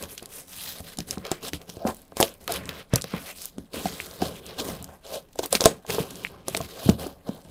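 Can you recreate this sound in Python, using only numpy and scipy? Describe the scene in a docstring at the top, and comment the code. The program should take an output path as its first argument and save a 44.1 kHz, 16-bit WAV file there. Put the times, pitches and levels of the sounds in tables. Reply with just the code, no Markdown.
"""A small quiet room: scissors are worked through a big sheet of corrugated cardboard held over a table.
Blades and fingers slide on the paper face (stuttering noise in third-octave bands); cut flutes crack
(short noise bursts). The sheet, knocked and flexed, answers with dull board modes (decaying sines), and
groans briefly (resonated noise). The scissor joint ticks now and then. A short echo and room tone lie under it."""
import sys
import numpy as np
from scipy import signal
from scipy.fft import rfft, irfft
from scipy.io import wavfile
from scipy.ndimage import uniform_filter1d

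SR = 44100
rng = np.random.default_rng(int(sys.argv[2]) if len(sys.argv) > 2 else 0)


def wrap_up_sound(samples):
    """Save the sound to the file named by the first command line argument, as 16-bit audio."""
    columns = np.atleast_2d(samples).T
    # keep every value between -1 and 1, then stretch to whole-number steps
    tamed = np.clip(columns, -1, 1)
    steps = np.round(tamed * 32767).astype(np.int16)
    wavfile.write(sys.argv[1], SR, steps)


N = 330750
STEP = 40   # samples per point of slow controls

# board modes of the sheet: freq_hz, level_db (relative), t60_s
BOARD_MODES = [(382.7, 1, 0.042), (452.7, -0.5, 0.061), (549.3, 0.5, 0.045), (660, -2.5, 0.058),
               (746, -0.5, 0.036), (886, -0.5, 0.024), (1053, 2, 0.025), (1254, 3, 0.011),
               (1588, -2, 0.019), (1730, -31.5, .02)]
# slow bending modes of the whole sheet: freq_hz, level_db (relative), t60_s
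BENDING_MODES = [(49, -15.5, .15), (78.6, -4.5, 0.19), (118, -10, 0.17), (186, 2.5, 0.063),
                 (256, -5.5, 0.11), (274, -3, 0.09)]


def from_db(db):
    """Level to amplitude gain."""
    return 10 ** (np.asarray(db) / 20)


def rms_one(x):
    """Scale to rms 1."""
    return x / np.sqrt(np.mean(x ** 2) + 1e-20)


def at_hz(points, hz):
    """Read a (freq_hz, value) table on a log frequency axis."""
    table = np.array(points)
    return np.interp(np.log(hz), np.log(table[:, 0]), table[:, 1])


def upsample(slow):
    """Slow control points to N samples."""
    return np.interp(np.arange(N) / STEP, np.arange(len(slow)), slow)


def drift(rate_hz):
    """Slow random wander of rms 1: noise through two equal poles at rate_hz."""
    r = np.exp(-2 * np.pi * rate_hz * STEP / SR)
    noise = rng.standard_normal(N // STEP + 2002)
    slow = signal.lfilter([1], [1, -2 * r, r * r], noise)[2000:]   # drop the settling
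    return upsample(rms_one(slow))


def ring(force, hz, t60_s):
    """Two-pole resonator: a unit click starts a decaying sine of height 1."""
    r = from_db(-60 / (t60_s * SR))
    w = 2 * np.pi * hz / SR
    return signal.lfilter([0, np.sin(w)], [1, -2 * r * np.cos(w), r * r], force + 1e-18)


def grit(per_s, spread_db):
    """Fibres let go at random: uneven noise bursts, decay constant 0.47 ms, over a fine grain."""
    size_db = spread_db * np.minimum(rng.exponential(1, N), 3.5)
    releases = from_db(size_db) * (rng.random(N) < per_s / SR)
    bursts = signal.lfilter([1], [1, -np.exp(-1 / (0.00047 * SR))], releases)
    return rng.standard_normal(N) * (1 + bursts)


def focus_db(hz, centre_hz):
    """Where the sheet is held favours the modes near one pitch."""
    octaves = np.minimum(np.abs(np.log2(hz / centre_hz)), .7)
    return -12 * octaves ** 2


def rubbing():
    """Levels in dB of rasp, scrape, hiss, drumming and rumble: each rub grips, swells and fades."""
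    # rubs of blade or hand on the card: start_s, length_s, swell_db (over the rub), fade_s (30 dB down),
    # then starting levels rasp_db, scrape_db, hiss_db, drum_db, rumble_db
    rubs = [(0.0, 0.037, 2, 0.11, -51.5, -48.5, -45, -42, -43.5),
            (0.099, 0.036, 0.5, 0.065, -59, -55, -42.5, -53, -56),
            (0.182, 0.011, -5, 0.064, -57, -43.5, -47, -58, -66),
            (0.225, .02, -1, 0.15, -58, -59, -57, -50, -54),
            (0.303, 0.086, 6.5, 0.12, -57.5, -59, -45, -56.5, -61),
            (0.48, .21, 12.5, 0.17, -61.5, -54, -45, -62.5, -62.5),
            (0.759, 0.043, -1, .04, -53, -47.5, -47, -48, -54),
            (0.845, .095, -1.5, 0.068, -53, -49, -47, -52.5, -53),
            (0.995, 0.0079, -2, 0.077, -45.5, -49, -45, -47, -35.5),
            (1.078, 0.053, 4.5, 0.066, -54, -51, -45, -46.5, -47),
            (1.182, .04, 0.5, 0.083, -59, -63, -58, -52, -45),
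            (1.247, 0.041, 0, 0.054, -46.5, -47.5, -54, -36.5, -58),
            (1.318, 0.021, -5.5, 0.13, -36.5, -44, -44, -37, -48),
            (1.432, 0.058, 5, 0.025, -50.5, -42.5, -42, -40.5, -47),
            (1.545, 0.021, -10, 0.051, -47, -38.5, -37.5, -42, -30.5),
            (1.616, 0.016, -7, .08, -57, -57, -55, -45.5, -51),
            (1.68, 0.076, -3, 0.24, -71, -53.5, -53, -49, -51),
            (1.795, 0.058, -2, .05, -75, -59, -71, -46, -53),
            (1.872, 0.034, -6.5, 0.046, -40, -41.5, -35, -25.5, -44),
            (1.936, 0.096, 1, 0.07, -69, -63.5, -59, -63, -62),
            (2.176, 0.055, 10, 0.12, -44.5, -45.5, -41, -42.5, -47),
            (2.412, 0.032, -1, 0.26, -60, -57, -52.5, -52, -52),
            (2.496, 0.066, 3.5, 0.081, -40, -41, -41.5, -36, -44.5),
            (2.581, 0.098, -1, 0.12, -46, -58, -57, -44, -41),
            (2.698, 0.11, 2, 0.056, -46, -49, -54, -49, -49.5),
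            (2.932, 0.054, -1.5, 0.046, -35, -46, -55, -45, -43),
            (3.038, 0.066, 4, 0.3, -54.5, -54, -58, -54, -56),
            (3.133, 0.036, 2.5, .12, -41.5, -46, -49, -43.5, -41.5),
            (3.202, 0.11, 10.5, 0.058, -56.5, -54, -48.5, -53.5, -72),
            (3.363, 0.076, 3, 0.097, -73, -47.5, -44.5, -59, -63),
            (3.585, 0.01, -3, 0.093, -62, -65, -62, -50, -37),
            (3.744, 0.31, -5.5, 0.67, -45.5, -41, -39, -39, -44),
            (4.211, 0.03, 1, 0.27, -49, -38, -41, -33, -36.5),
            (4.455, 0.063, 6, 0.097, -61, -51.5, -54.5, -47, -52),
            (4.59, 0.011, 2.5, 0.044, -46, -32.5, -35.5, -30.5, -40),
            (4.626, 0.071, 6, 0.2, -52.5, -48.5, -44.5, -41.5, -41.5),
            (4.788, 0.043, -0.5, 0.087, -57, -52, -63, -46.5, -45),
            (4.889, 0.067, -7, 0.045, -58.5, -62, -56.5, -43.5, -49),
            (5.05, 0.11, 12, 0.083, -63, -50, -52.5, -48, -63),
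            (5.394, 0.011, -10, 0.053, -48, -51, -39, -45, -41),
            (5.438, 0.014, -9.5, 0.063, -41, -33.5, -32, -30, -52),
            (5.523, 0.042, 7, 0.039, -42, -42, -36, -45.5, -44.5),
            (5.61, 0.043, -4.5, 0.044, -46, -42.5, -34, -35, -51),
            (5.651, 0.021, 0, 0.12, -36, -33.5, -38, -29.5, -34.5),
            (5.895, 0.11, -2.5, 0.2, -46, -35.5, -35, -32, -38.5),
            (6.103, .15, 0, 0.15, -59, -49, -49.5, -43.5, -46),
            (6.309, 0.098, -3, 0.14, -62.5, -60, -76.5, -45, -52),
            (6.476, 0.18, 0, 0.044, -50.5, -47.5, -45, -44, -42.5),
            (6.687, 0.16, 8, 0.064, -60, -50, -50, -46, -54.5),
            (6.85, 0.046, -2, .05, -65, -39, -42, -48, -42),
            (6.89, 0.0083, 1, 0.081, -50, -37, -33.5, -29.5, -38),
            (6.992, 0.036, 2, .17, -53, -43.5, -43, -38, -37.5),
            (7.271, 0.11, -8, 0.2, -63.5, -52, -52.5, -40.5, -44),
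            (7.46, .05, -0.5, 0.092, -84, -64, -63, -54, -48)]
    # hands merely holding the sheet: rasp_db, scrape_db, hiss_db, drum_db, rumble_db
    holding_db = [-70.5, -71, -67, -63.5, -62]
    grip_s = 0.033   # rise through 30 dB
    sheet_swell, sheet_lingers = 1, 1.21   # drum and rumble: share of the swell, stretch of grip and fade
    t = np.arange(0, N + STEP, STEP) / SR
    swell_share = np.array([1, 1, 1, sheet_swell, sheet_swell])[:, None]
    slower = np.array([1, 1, 1, sheet_lingers, sheet_lingers])[:, None]
    power = from_db(2 * np.array(holding_db))[:, None] + 0 * t
    for start_s, length_s, swell_db, fade_s, *levels_db in rubs:
        grip = np.maximum(start_s - t, 0) / grip_s
        fade = np.maximum(t - start_s - length_s, 0) / fade_s
        progress = np.clip((t - start_s) / length_s, 0, 1)
        shape_db = swell_share * swell_db * progress - 30 * (grip + fade) / slower
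        power = power + from_db(2 * (np.array(levels_db)[:, None] + shape_db))
    return [np.interp(np.arange(N) / SR, t, 10 * np.log10(p)) for p in power]


def patchy(x, layers, patchy_db):
    """Third-octave bands carry the (level_db, spectrum) layers and swell on their own as the contact shifts."""
    centres_hz = 700 * 2 ** (np.arange(15) / 3)
    bin_hz = np.maximum(np.fft.rfftfreq(N, 1 / SR), 1)
    place = 3 * np.log2(bin_hz / centres_hz[0])   # position in bands
    shares = [from_db(2 * at_hz(shape, centres_hz)) * centres_hz for _, shape in layers]   # power per band
    powers = [from_db(2 * level_db[::STEP]) / np.sum(share)
              for (level_db, _), share in zip(layers, shares)]
    spectrum, out = rfft(x), np.zeros(N)
    for k in range(len(centres_hz)):
        weight = np.sqrt(np.clip(1 - np.abs(place - k), 0, 1))
        band = rms_one(irfft(spectrum * weight, N))
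        gain = np.sqrt(sum(power * share[k] for power, share in zip(powers, shares)))
        swell = from_db(patchy_db * (drift(9) + .6 * drift(70)))
        out += upsample(gain) * swell * band
    return out


def sliding(rasp_db, scrape_db, hiss_db):
    """Friction on paper: a rasp over the hollow flutes, a gritty scrape and a fine hiss that stutter together."""
    # spectrum of the rasp: freq_hz, density_db (per Hz, relative)
    rasp = [(800, -10), (1200, 3.5), (1700, 3), (2200, 4.5), (2800, -2.5), (3600, -19.5)]
    # spectrum of the scrape: freq_hz, density_db (per Hz, relative)
    scrape = [(1800, -28), (2800, 5), (3700, 7.5), (5000, 3), (6500, -7.5), (9000, -31.5)]
    # spectrum of the fine hiss: freq_hz, density_db (per Hz, relative)
    hiss = [(4000, -10), (6500, -5.5), (9000, -4.5), (12500, -3), (14500, -5.5), (18000, -9.5)]
    layers = [(rasp_db, rasp), (scrape_db, scrape), (hiss_db, hiss)]
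    stutter = from_db(1.5 * drift(34) - 5.0)
    return stutter * patchy(grit(260, spread_db=2.0), layers, patchy_db=2.5)


def shake(force, modes, centre_hz=None):
    """A steady rough force keeps the modes sounding; rms 1 before any focus."""
    rings = [from_db(db) * ring(force, hz, t60_s) * (-1) ** k for k, (hz, db, t60_s) in enumerate(modes)]
    plain_rms = np.sqrt(np.mean(sum(rings) ** 2))
    if centre_hz is not None:
        rings = [r * from_db(focus_db(mode[0], centre_hz)) for r, mode in zip(rings, modes)]
    return sum(rings) / plain_rms


def flexing(drum_db, rumble_db):
    """The sheet drums (board modes) and rumbles (bending modes) under the hands."""
    centre_hz, wander_octaves = 527, 0.34
    drum_hz = centre_hz * 2 ** (wander_octaves * drift(1.7))
    drum_gain = from_db(drum_db + 1.41 * drift(21))
    drum = drum_gain * shake(grit(100, spread_db=2.5), BOARD_MODES, drum_hz)
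    rumble_gain = from_db(rumble_db + 0.63 * drift(2.9))
    rumble = rumble_gain * shake(rng.standard_normal(N), BENDING_MODES)
    return drum + rumble


def room_tone():
    """Steady noise given the spectrum of the quiet room."""
    # room tone: freq_hz, density_db (per Hz, relative)
    air_spectrum = [(12, -25), (20, 16.5), (104, 4.5), (310, 1), (780, -4.5), (1610, -19.5), (1810, -27),
                    (4810, -25), (13200, -50.5), (16000, -21.5)]
    air_rms_db = -59.5
    hz = np.maximum(np.fft.rfftfreq(N, 1 / SR), 1)
    spectrum = rfft(rng.standard_normal(N)) * from_db(at_hz(air_spectrum, hz))
    return from_db(air_rms_db) * rms_one(irfft(spectrum, N))


def snaps(friction_db, count):
    """Small breaks at random moments, stronger when the rubbing is; rows as for cracks."""
    level_at_ref_db, friction_ref_db, follows, spread_db = -43, -49, .3, 5
    median_hz, median_ms = 8000, 1.5
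    at = rng.integers(0, N, count)
    luck = rng.standard_normal((count, 3))
    level_db = level_at_ref_db + follows * (friction_db[at] - friction_ref_db) + spread_db * luck[:, 0]
    centre_hz = np.clip(median_hz * 2 ** (1.2 * luck[:, 1]), 2000, 14000)
    length_ms = median_ms * 2 ** (0.64 * luck[:, 2])
    return list(zip(at / SR, level_db, centre_hz, length_ms))


def cracks(friction_db):
    """A break is a spike and a few ms of dying splinters, strongest around its own pitch."""
    # fibres and flutes breaking: start_s, level_db (relative), centre_hz, length_ms
    crack_rows = [(0.0257, -21.5, 7950, 2.1), (0.0374, -23, 4080, 5.1), (0.1185, -32, 6900, 2.7),
                  (0.1784, -21.5, 4570, 7.7), (0.227, -30, 6500, 5.1), (0.2579, -23.5, 6350, 2.4),
                  (0.804, -30, 7360, 2.7), (0.972, -26, 6260, 4), (0.987, -16, 5560, 4.7),
                  (1.0043, -18.5, 3380, 1.8), (1.109, -10, 5440, 2.7), (1.182, -26.5, 4330, 1.9),
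                  (1.251, -22.5, 2920, 7), (1.2664, -26, 3680, 7.2), (1.316, -7.5, 4460, 1.8),
                  (1.483, -21, 5200, 4.5), (1.5336, -14, 3100, 1.3), (1.616, -33.5, 3900, 3.9),
                  (1.694, -32, 4530, 4.4), (1.6987, -21.5, 3970, 1.9), (1.7388, -37, 9000, 2.1),
                  (1.768, -36, 4500, 6.0), (1.7928, -47, 4300, 8), (1.874, -23, 3940, 8.5),
                  (1.946, -28, 12700, 2.3), (1.968, -30, 10200, 0.87), (2.0176, -35.5, 12400, 5.2),
                  (2.0518, -46, 10300, 2.1), (2.1197, -44, 4000, 1.8), (2.169, -21, 5800, 5.6),
                  (2.178, -32, 5500, 4), (2.202, -10.5, 8100, 16), (2.211, -3.5, 6500, 1.1),
                  (2.2278, 1, 3850, 1.54), (2.2626, -29.5, 12500, 1.8), (2.2917, -30, 7300, 1.6),
                  (2.34, -33, 8000, 1.7), (2.478, -12.5, 2530, 2.5), (2.522, -9.5, 7600, 1.9),
                  (2.5395, -17.5, 7800, 2.5), (2.5612, -19, 7700, 2.6), (2.656, -26, 5070, 3.5),
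                  (2.6919, -12, 2900, 1.4), (2.9374, -13.5, 5470, 4.1), (2.958, -4.5, 6860, 4.8),
                  (3.013, -21, 5340, 2.7), (3.0204, -12.5, 6000, 1.7), (3.0419, -17.5, 3080, 2.1),
                  (3.418, -23, 9800, 2.5), (3.3855, -31, 3900, 3.7), (3.433, -35, 8240, 3.15),
                  (3.448, -25, 8400, 1.8), (3.456, -14, 11700, 2.2), (3.583, -30.5, 4600, 1.6),
                  (3.8562, -19, 2860, 2.6), (4.0598, -26, 8500, 2.1), (4.1115, -29, 5100, 3.7),
                  (4.2187, -17.5, 3470, 0.68), (4.465, -23.5, 6460, 0.63), (4.5984, -20.5, 4500, 13.4),
                  (4.612, -22, 5000, 1.4), (4.826, -23, 9300, 1.9), (4.843, -23, 7600, 1.6),
                  (5.066, -29, 4100, 1.9), (5.357, -36, 6550, 4.1), (5.3889, -18.5, 4440, 18),
                  (5.4322, -25, 5500, 1.9), (5.4593, -13, 11300, 1.1), (5.5082, -27.5, 10600, 2.7),
                  (5.5256, -14, 5800, 9.3), (5.5277, 1, 6300, 0.58), (5.552, -2, 3350, 4.4),
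                  (5.557, -10.5, 3770, 2.1), (5.5663, -28.5, 4760, 3), (5.608, -2.5, 4600, 1.1),
                  (5.617, -18.5, 4240, 10), (5.64, -7.5, 3960, 2.7), (5.6522, -11.5, 5500, 1.9),
                  (5.6566, 11, 5100, 3.9), (5.865, -31.5, 4800, 3.1), (5.904, -10.5, 3230, 0.73),
                  (5.947, -15.5, 5500, 1.2), (6.1072, -25.5, 6100, 2.3), (6.1567, -24, 5300, 2),
                  (6.483, -11, 6200, 3.4), (6.4983, -28, 7500, 2.6), (6.548, -13.5, 3430, 2.2),
                  (6.5668, -15, 5750, 2.7), (6.572, -14.5, 6500, 4.9), (6.613, -23.5, 4700, 4.5),
                  (6.893, -19, 4860, 4.3), (6.8972, -12.5, 4300, 1.8), (7.068, -29.5, 6300, 4.4),
                  (7.2888, -31.5, 4960, 2.4), (7.449, -41.5, 4040, 4)]
    rows = crack_rows + snaps(friction_db, count=160)
    size = 2048
    out, t = np.zeros(N + size), np.arange(size) / SR
    noise = rng.standard_normal((len(rows), size))
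    thin = signal.butter(1, 900, "high", fs=SR)
    for (start_s, level_db, hz, length_ms), splinters in zip(rows, noise):
        fall_s = length_ms / 1000 / np.log(30)   # main part is down 30-fold after its length
        decay = np.exp(-t / fall_s) + from_db(-16) * np.exp(-t / 0.0043)
        burst = splinters * decay * np.clip(t / (0.1 * fall_s), 0, 1)
        burst[round(.25 * fall_s * SR)] = 0.95   # spike
        edges_hz = [hz / 1.9, min(hz * 1.9, .45 * SR)]
        core = signal.sosfilt(signal.butter(2, edges_hz, "band", fs=SR, output="sos"), burst)
        burst = signal.lfilter(*thin, core + from_db(-8) * burst)
        peak_rms = np.sqrt(np.max(uniform_filter1d(burst ** 2, size=26)))   # loudest 0.6 ms
        i = round(start_s * SR)
        out[i:i + size] += from_db(level_db - 6.0) * burst / peak_rms
    return out[:N]


def strike(times_s, levels_db, modes, scatter_db, centre_hz=None):
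    """Each blow excites every mode with a strength and sign of its own."""
    out, at = np.zeros(N), (np.asarray(times_s) * SR).astype(int)
    luck = rng.standard_normal((len(at), len(modes), 2))
    for k, (hz, mode_db, t60_s) in enumerate(modes):
        favour_db = 0 if centre_hz is None else focus_db(hz, centre_hz)
        sign = np.where(luck[:, k, 1] > .5, 1, -1)
        clicks = np.zeros(N)
        clicks[at] = sign * from_db(levels_db + mode_db + favour_db + scatter_db * luck[:, k, 0])
        out += ring(clicks, hz, t60_s)
    return out


def knocks():
    """A blow bends the sheet at a pitch set by the grip, then the bending and board modes ring."""
    # blows taken by the sheet: start_s, thud_db (relative), thud_hz, ring_db (relative), ring_centre_hz
    blow_rows = [(0.0339, -37, 188, -26, 434), (0.224, -44.5, 207, -28.5, 517),
                 (0.8038, -28.5, 78, -29, 620), (0.985, -28.5, 172, -23.5, 740),
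                 (1.002, -32, 171, -28, 540), (1.1735, -24.5, 190, -22, 525), (1.2539, -56, 258, -25, 537),
                 (1.316, -34, 157, -13.5, 456), (1.5332, -24, 267, -45, 390), (1.6917, -38, 177, -35, 480),
                 (1.7684, -34, 95.5, -27.5, 480), (1.8516, -18.5, 210, -16.5, 410),
                 (1.883, -23.5, 217, -46, 470), (2.122, -44, 292, -32, 480), (2.169, -37, 214, -18.5, 606),
                 (2.2019, -41, 207, -4.5, 665), (2.211, -35, 233, -8, 625), (2.2276, -36, 212, -8.5, 590),
                 (2.4804, -50, 294, -18.5, 600), (2.4953, -44, 234, -24, 680), (2.6903, -39, 158, -25, 425),
                 (2.9359, -10, 119, -10.5, 460), (2.961, -26, 141, -19, 600),
                 (3.0422, -33, 166, -22.5, 543), (3.1381, -17, 176, -17, 470),
                 (3.5827, -29.5, 233, -30.5, 440), (3.74, -32, 253, -25, 550),
                 (3.768, -24.5, 228, -40, 550), (3.846, -27, 186, -50, 570), (3.8558, -19, 184, -15.5, 590),
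                 (4.221, -17.5, 179, -10, 500), (4.584, -51, 183, -28, 610), (4.6072, -28.5, 231, -40, 520),
                 (4.688, -25.5, 243, -30, 590), (5.3548, -56, 270, -26.5, 710),
                 (5.3917, -29.5, 288, -11, 496), (5.4338, -33, 284, -21.5, 720),
                 (5.4541, -39, 264, -26.5, 600), (5.527, -38.5, 286, -7, 584),
                 (5.5503, -23.5, 217, -12, 630), (5.606, -48, 296, -12, 590), (5.617, -45, 215, -14.5, 560),
                 (5.64, -29, 236, -16.5, 630), (5.657, -25.5, 181, 10.5, 640), (5.8484, -68, 279, -28, 696),
                 (5.8975, -37, 187, -16.5, 620), (5.947, -36, 177, -24, 490), (5.9832, -31, 195, -13, 484),
                 (6.0024, -19, 148, -36, 560), (6.4825, -48, 300, -17.5, 610),
                 (6.5461, -32, 287, -18.5, 680), (6.572, -43, 239, -19.5, 640),
                 (6.6043, -28.5, 135, -15.5, 570), (6.8601, -14, 116, -50, 460),
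                 (6.8906, -1, 192, -11, 430), (7.0641, -29, 277, -21, 450), (7.2916, -17.5, 196, -29, 414),
                 (7.4503, -41, 167, -38, 470)]
    start_s, thud_db, thud_hz, ring_db, ring_hz = np.transpose(blow_rows)
    size = 8192
    thuds, t = np.zeros(N + size), np.arange(size) / SR
    early_s = t + 0.0015 * (1 - np.exp(-t / 0.001))   # short bending waves run ahead: pitch falls at first
    for start, db, hz in zip(start_s, thud_db, thud_hz):
        i = round(start * SR)
        thuds[i:i + size] -= from_db(db) * np.exp(-t / 0.0097) * np.sin(2 * np.pi * hz * early_s)
    bending = strike(start_s, thud_db - 14.0, BENDING_MODES, scatter_db=4)
    board = strike(start_s, ring_db - 13.0, BOARD_MODES, scatter_db=5.5, centre_hz=ring_hz)
    soft_contact = signal.butter(2, 2200, fs=SR, output="sos")   # card is soft
    return signal.sosfilt(soft_contact, thuds[:N] + bending + board)


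def groans():
    """The sheet groans as a blade is forced along it: stick and slip hold one board resonance for a moment."""
    # groans: start_s, end_s, pitch_hz, level_db
    groan_rows = [(1.804, 1.882, 644, -35), (2.492, 2.517, 707, -32.5), (5.119, 5.192, 598, -32.5)]
    out, t = np.zeros(N), np.arange(N) / SR
    for start_s, end_s, hz, level_db in groan_rows:
        tone = rms_one(ring(ring(rng.standard_normal(N), hz, 0.018), hz, 0.018))
        progress = np.clip((t - start_s) / (end_s - start_s), 0, 1)
        out += from_db(level_db) * tone * np.sqrt(np.sin(np.pi * progress).clip(0))
    return out


def ticks():
    """Short clicks of the joint: a bright edge, then a ring that swells over a cycle inside the handle."""
    # scissor joint clicks: start_s, level_db (relative)
    tick_rows = [(4.0013, -29.5), (5.899, -37), (6.2487, -25.5), (6.253, -39), (6.2635, -44), (6.2682, -38),
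                 (6.549, -27)]
    # joint modes: freq_hz, level_db (relative), t60_s
    joint_modes = [(2000, -7, 0.008), (2360, 8, 0.0045), (2750, 9.5, 0.0059)]
    start_s, level_db = np.transpose(tick_rows)
    clicks = np.zeros(N)
    clicks[np.round(start_s * SR).astype(int)] = -from_db(level_db - 15.5)
    joint = sum(from_db(db) * ring(clicks, hz, t60_s) for hz, db, t60_s in joint_modes)
    handle = ring(joint, 2230, 0.0035)
    return handle + from_db(18) * clicks


def room(x):
    """Table and near walls return a dense tail that dies octave by octave."""
    # echo decay: freq_hz, t60_s
    echo_t60 = [(100, 0.28), (300, 0.24), (1000, 0.095), (4000, 0.071), (12000, 0.18)]
    t, tail = np.arange(SR // 2) / SR, 0
    for low_hz in 40 * 2.0 ** np.arange(9):
        edges_hz = [low_hz, min(2 * low_hz, .45 * SR)]
        octave = signal.butter(2, edges_hz, "band", fs=SR, output="sos")
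        t60_s = at_hz(echo_t60, 1.4 * low_hz)
        tail = tail + signal.sosfilt(octave, rng.standard_normal(len(t))) * from_db(-60 * t / t60_s)
    tail = tail * np.clip(t / 0.013, 0, 1)   # reflections build up over 13 ms
    return signal.fftconvolve(x, tail / np.sqrt(np.sum(tail ** 2)))[:N]


def scene():
    """All sources, their echo and the room tone."""
    echo_db = -18.5
    rasp_db, scrape_db, hiss_db, drum_db, rumble_db = rubbing()
    work = sliding(rasp_db, scrape_db, hiss_db) + flexing(drum_db, rumble_db)
    work = work + cracks(np.maximum(scrape_db, hiss_db)) + knocks() + groans() + ticks()
    no_deep_bass = signal.butter(2, 60, "high", fs=SR, output="sos")   # an open sheet radiates none
    work = signal.sosfilt(no_deep_bass, work)
    return (work + from_db(echo_db) * room(work) + room_tone())[None]


def record(dry):
    """The loudest cracks overload (hard clip); the top is cut, 55 dB down from 16.3 kHz."""
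    held = np.clip(dry, -.9, .9)
    return signal.sosfilt(signal.cheby2(12, 55, 16300, fs=SR, output="sos"), held)


dry = scene()
out = record(dry)
wrap_up_sound(out)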